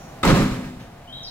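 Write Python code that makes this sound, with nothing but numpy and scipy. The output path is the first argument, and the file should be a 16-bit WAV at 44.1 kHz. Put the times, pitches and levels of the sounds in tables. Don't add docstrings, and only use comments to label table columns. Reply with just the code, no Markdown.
import sys
import numpy as np
from scipy import signal
from scipy.fft import rfft, irfft
from scipy.io import wavfile
from scipy.ndimage import uniform_filter1d

SR = 44100
rng = np.random.default_rng(int(sys.argv[2]) if len(sys.argv) > 2 else 0)


def volts(x):
    e = np.asarray(x, float) / 20
    return 10 ** e


def waveform_to_disk(signal):
    frames = np.transpose(np.atleast_2d(signal))
    scaled = np.clip(frames, -1, 1) * 32767
    samples = np.round(scaled).astype(np.int16)
    wavfile.write(sys.argv[1], SR, samples)


N = 57330

# start in seconds, latch ring in dB, ping in Hz, ping in dB.
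CONTACTS = [
    (.2305, -21, 8000, -27),
    (.2345, -8.5, 3670, -16.5),
    (.2487, -12.5, 870, -14),
    (.2515, -18, 7400, -19),
    (.257, -19, 7000, -37),
    (.265, -15, 1170, -19),
    (.2765, -34, 4170, -17),
    (.292, -40, 3540, -23),
    (.302, -15, 3985, -22),
]


def evened(x):
    return x / np.sqrt(np.mean(x ** 2) + 1e-20)


def read(points, hz):
    f, value = np.transpose(points)
    return np.interp(np.log(hz + 1), np.log(f + 1), value)


def add(mix, s, sound):
    part = mix[round(s * SR):][:len(sound)]
    part += sound[:len(part)]


def ring(modes):
    t = np.arange(SR // 2) / SR
    hz, db, t60 = np.transpose(modes)[:, :, None]
    phase = np.pi * np.arange(len(modes))[:, None]
    return volts(db - 60 * t / t60) * np.sin(2 * np.pi * hz * t + phase)


def paired(a, b):
    # frequency in Hz, left-right likeness from 0 to 1.
    likeness = [(50, 1), (125, 1), (250, 0.97), (600, 0.57), (1500, 0.76), (4000, 0.075), (15000, 0.0091)]
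    same = np.clip(read(likeness, np.fft.rfftfreq(N, 1 / SR)), 0, 1)
    mid = np.sqrt((1 + same) / 2) * rfft(a, N)
    side = np.sqrt((1 - same) / 2) * rfft(b, N)
    return irfft([mid + side, mid - side], N)


def coloured(x, spectrum):
    return irfft(rfft(x, N) * volts(read(spectrum, np.fft.rfftfreq(N, 1 / SR))), N)


def narrow(hz, wide_hz):
    f = np.fft.rfftfreq(N, 1 / SR)
    resonance = 1 + (2 * (f - hz) / wide_hz) ** 2
    return evened(irfft(rfft(rng.standard_normal((2, N))) / resonance, N))


def street():
    # frequency in Hz, level in dB per Hz.
    traffic = [(25, -3), (60, -6), (130, 4), (300, -9), (1000, -13), (1500, -17), (6700, -32.5),
               (16000, -34)]
    # frequency in Hz, change in dB.
    door_loss = [(40, 3.5), (150, -5.5), (700, -3.5), (3000, -3), (12000, -5)]
    # pitch in Hz, level in dB, end in seconds.
    trill = [
        (5700, -55.5, 0.097),
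        (6680, -55, 0.095),
    ]
    hum_db, tyres_db, shut_s = -42, -47.5, .24
    t = np.arange(N) / SR
    hum = volts(hum_db) * evened(coloured(paired(*rng.standard_normal((2, N))), traffic))
    hum = hum + volts(tyres_db) * paired(*narrow(hz=715, wide_hz=186))
    hum = np.where(t < shut_s, hum, coloured(hum, door_loss))
    for hz, db, end in trill:
        hum = hum + volts(db) * narrow(hz, 350) / (1 + np.exp((t - end) / 0.052))
    return hum


def latch():
    # frequency in Hz, level in dB, 60 dB decay in seconds.
    latch_modes = [(855, -20, 0.15), (1098, -3.5, 0.033), (1300, 0, 0.045), (2077, -6, 0.039),
                   (2642, -14, 0.075), (5300, -22, 0.027)]
    ping_t60_s, crack_db, crack_hz = 0.023, -16.5, 5730
    out = np.zeros(N)
    crack = rng.standard_normal((len(CONTACTS), 200)) * np.exp(-np.arange(200) / SR / 0.0021)
    crack = signal.lfilter(*signal.butter(1, crack_hz, fs=SR), crack)
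    metal = ring(latch_modes).sum(0)
    for (s, db, ping_hz, ping_db), c in zip(CONTACTS, crack):
        ping = ring([(ping_hz, ping_db, ping_t60_s)])[0]
        add(out, s, volts(db - 5) * metal + ping)
        add(out, s, volts(ping_db + crack_db + 7.5) * c)
    return out


def rattle():
    # time in seconds, level in dB.
    shaking = [(0.231, -49.5), (0.23, -23), (0.247, -18.5), (0.25, -17.5), (0.302, -15), (0.34, -25.5),
               (.36, -21), (.47, -36), (.6, -52)]
    # frequency in Hz, level in dB per Hz.
    rattle_spectrum = [(35, -32), (60, -14.5), (256, -4.5), (398, -15), (540, -7), (607, -12.5),
                       (1510, -17), (6900, -32), (16000, -49)]
    knocks_per_s, spread_db = 3000, 2
    size = volts(spread_db * rng.exponential(1, (2, N))) * rng.standard_normal((2, N))
    knocks = size * (rng.random((2, N)) < knocks_per_s / SR)
    knocks += 0.32 * rng.standard_normal((2, N))
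    level_db = np.interp(np.arange(N) / SR, *np.transpose(shaking))
    return evened(coloured(paired(*knocks), rattle_spectrum)) * volts(level_db)


def body():
    # start in seconds, level in dB, push length in seconds.
    blows = [
        (.249, -12, 0.0028),
        (.26, -9.5, 0.0032),
        (.277, -5.5, 0.00375),
        (.299, -6.5, 0.00383),
        (.317, -7, 0.0032),
        (.331, -10, 0.00362),
        (.352, -8.5, 0.0038),
        (.376, -16, 0.0041),
        (.395, -13.5, 0.0023),
        (.423, -19, 0.0038),
    ]
    # frequency in Hz, level in dB, 60 dB decay in seconds.
    shell_modes = [(62.8, -6, 0.17), (103.9, -15.5, 0.74), (124.3, -5.5, 0.51), (159.5, 2.5, 0.39),
                   (185.2, -0.5, 0.26), (198.9, -1.5, 0.81), (225.3, -12, 0.32), (252.9, -11, 1),
                   (315.1, 3, 0.24), (371, 4.5, 0.232), (425.7, 7, 0.18), (457, -28, .2), (550, -22, 0.18)]
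    skew_db = 2.0
    push = np.zeros(N)
    for s, db, length in blows:
        shape = np.sin(np.pi * np.arange(0, length, 1 / SR) / length) ** 2
        add(push, s, volts(db - 9.5) * shape / shape.sum())
    skew = volts(skew_db * np.outer([-1, 1], rng.standard_normal(len(shell_modes))))
    return signal.fftconvolve(push[None], skew @ ring(shell_modes), axes=1)[:, :N]


def puff():
    start_s, level_db, fade_s, low_hz = .249, -31, .018, 7000
    t = np.arange(N) / SR - start_s
    hiss = signal.lfilter(*signal.butter(2, low_hz, "high", fs=SR), rng.standard_normal((2, N)))
    return volts(level_db) * hiss * np.clip(t / 0.0031, 0, 1) * np.exp(-abs(t) / fade_s)


def cabin_air():
    # middle in seconds, level in dB, length in seconds.
    squeezes = [
        (0.278, -18.5, 0.023),
        (0.319, -19, 0.025),
        (0.43, -26, 0.042),
        (0.52, -27.5, 0.024),
        (0.648, -35.5, 0.027),
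        (0.769, -44.5, 0.026),
    ]
    t = np.arange(N) / SR
    out = np.zeros(N)
    for s, db, length in squeezes:
        turns = (t - s) / length
        out += volts(db) * np.exp(-(3 * turns) ** 2) * np.sin(2 * np.pi * turns) * -2
    return out


def yard(x):
    # frequency in Hz, 60 dB decay in seconds.
    decay = [(40, 1.41), (200, 1.21), (700, 0.77), (2000, 0.92), (6000, 0.96), (14000, 1.16)]
    fill_s = 0.0098
    taps = np.zeros((2, N))
    at = np.arange(300, N - 20, 20) + rng.integers(0, 20, (2, (N - 301) // 20))
    np.put_along_axis(taps, at, rng.choice([-1., 1.], at.shape), 1)
    hz, t, z = signal.stft(paired(*taps), SR, nperseg=256)
    dying = z * volts(-60 * t / read(decay, hz)[:, None])
    tail = signal.istft(dying, SR, nperseg=256)[1][:, :N]
    tail = tail * (1 - np.exp(-np.arange(N) / SR / fill_s))
    return signal.fftconvolve(x[None], tail / np.linalg.norm(tail[0]), axes=1)[:, :N]


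def walls(x):
    # delay in seconds, level in dB, smear in seconds.
    echoes = [
        (.11, -5, .01),
        (.168, -9, .01),
        (.27, -15, .01),
        (.398, -20, .01),
        (.562, -24, .004),
    ]
    echoed_s = .045
    t = np.arange(N) / SR
    clumps = np.zeros(N)
    for s, db, smear in echoes:
        clumps += volts(db) * (t > s) * np.exp(-abs(t - s) / smear) / np.sqrt(smear * SR / 2)
    start = x * np.exp(-np.maximum(t - CONTACTS[0][0], 0) / echoed_s)
    reflections = clumps * paired(*rng.standard_normal((2, N)))
    return signal.fftconvolve(start[None], reflections, axes=1)[:, :N]


def bird():
    # start in seconds, length in seconds, from Hz, to Hz, level in dB.
    whistles = [
        (1.073, 0.14, 2897, 3250, -42),
        (1.123, 0.11, 3745, 3818, -37),
        (1.23, 0.038, 6600, 4220, -35),
        (1.256, 0.043, 5910, 3800, -33),
        (1.272, .04, 5700, 4700, -54),
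    ]
    glide_s, rise_s, fall_s = .017, .005, .012
    wobble_depth, flutter_depth = .016, .35
    second_db, third_db = -30, -33
    out = np.zeros(N)
    slow = uniform_filter1d(uniform_filter1d(rng.standard_normal((2, N)), 120), 120)
    flutter, wobble = evened(slow)
    for s, length, from_hz, to_hz, db in whistles:
        first = round(s * SR)
        t = np.arange(0, length, 1 / SR)[:N - first]
        hz = to_hz + (from_hz - to_hz) * np.exp(-t / glide_s)
        hz = hz * (1 + wobble_depth * wobble[first:][:len(t)])
        turn = 2 * np.pi * np.cumsum(hz) / SR
        tone = np.sin(turn) + volts(second_db) * np.sin(2 * turn) + volts(third_db) * np.sin(3 * turn)
        breath = np.clip(np.minimum(t / rise_s, (length - t) / fall_s), 0, 1)
        add(out, s, volts(db - 2) * breath * tone)
    return out * (1 + flutter_depth * flutter)


def scene():
    shake, shell, song = rattle() + puff(), body(), bird()
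    bright = latch() + shake
    bird_sides = volts(np.array([[1.5], [-1.5]]))
    far_bird = song * bird_sides + volts(-1) * yard(song)
    tail = yard(volts(-4) * bright[0] + volts(-8) * shell[0])
    tail = tail + walls(coloured(shake[1], [(300, -8), (1500, 4)]))
    return bright + shell + cabin_air() + tail + far_bird + street()


def top_cut(x):
    return signal.sosfilt(signal.butter(12, 16220, fs=SR, output="sos"), x)


def record(dry):
    right_lag, low_cut_hz, ceiling, edge_hz = 4, 9.5, 1.1, 16150
    pair = [dry[0], np.roll(dry[1], right_lag)]
    cut = signal.lfilter(*signal.butter(2, low_cut_hz, "high", fs=SR), pair)
    held = cut / (1 + (cut / ceiling) ** 4) ** .25
    low_pass = signal.firwin(511, edge_hz, window=("kaiser", 9), fs=SR)
    mix = signal.oaconvolve(held, low_pass[None], "same")
    return top_cut(mix)


dry = scene()
out = record(dry)
waveform_to_disk(out)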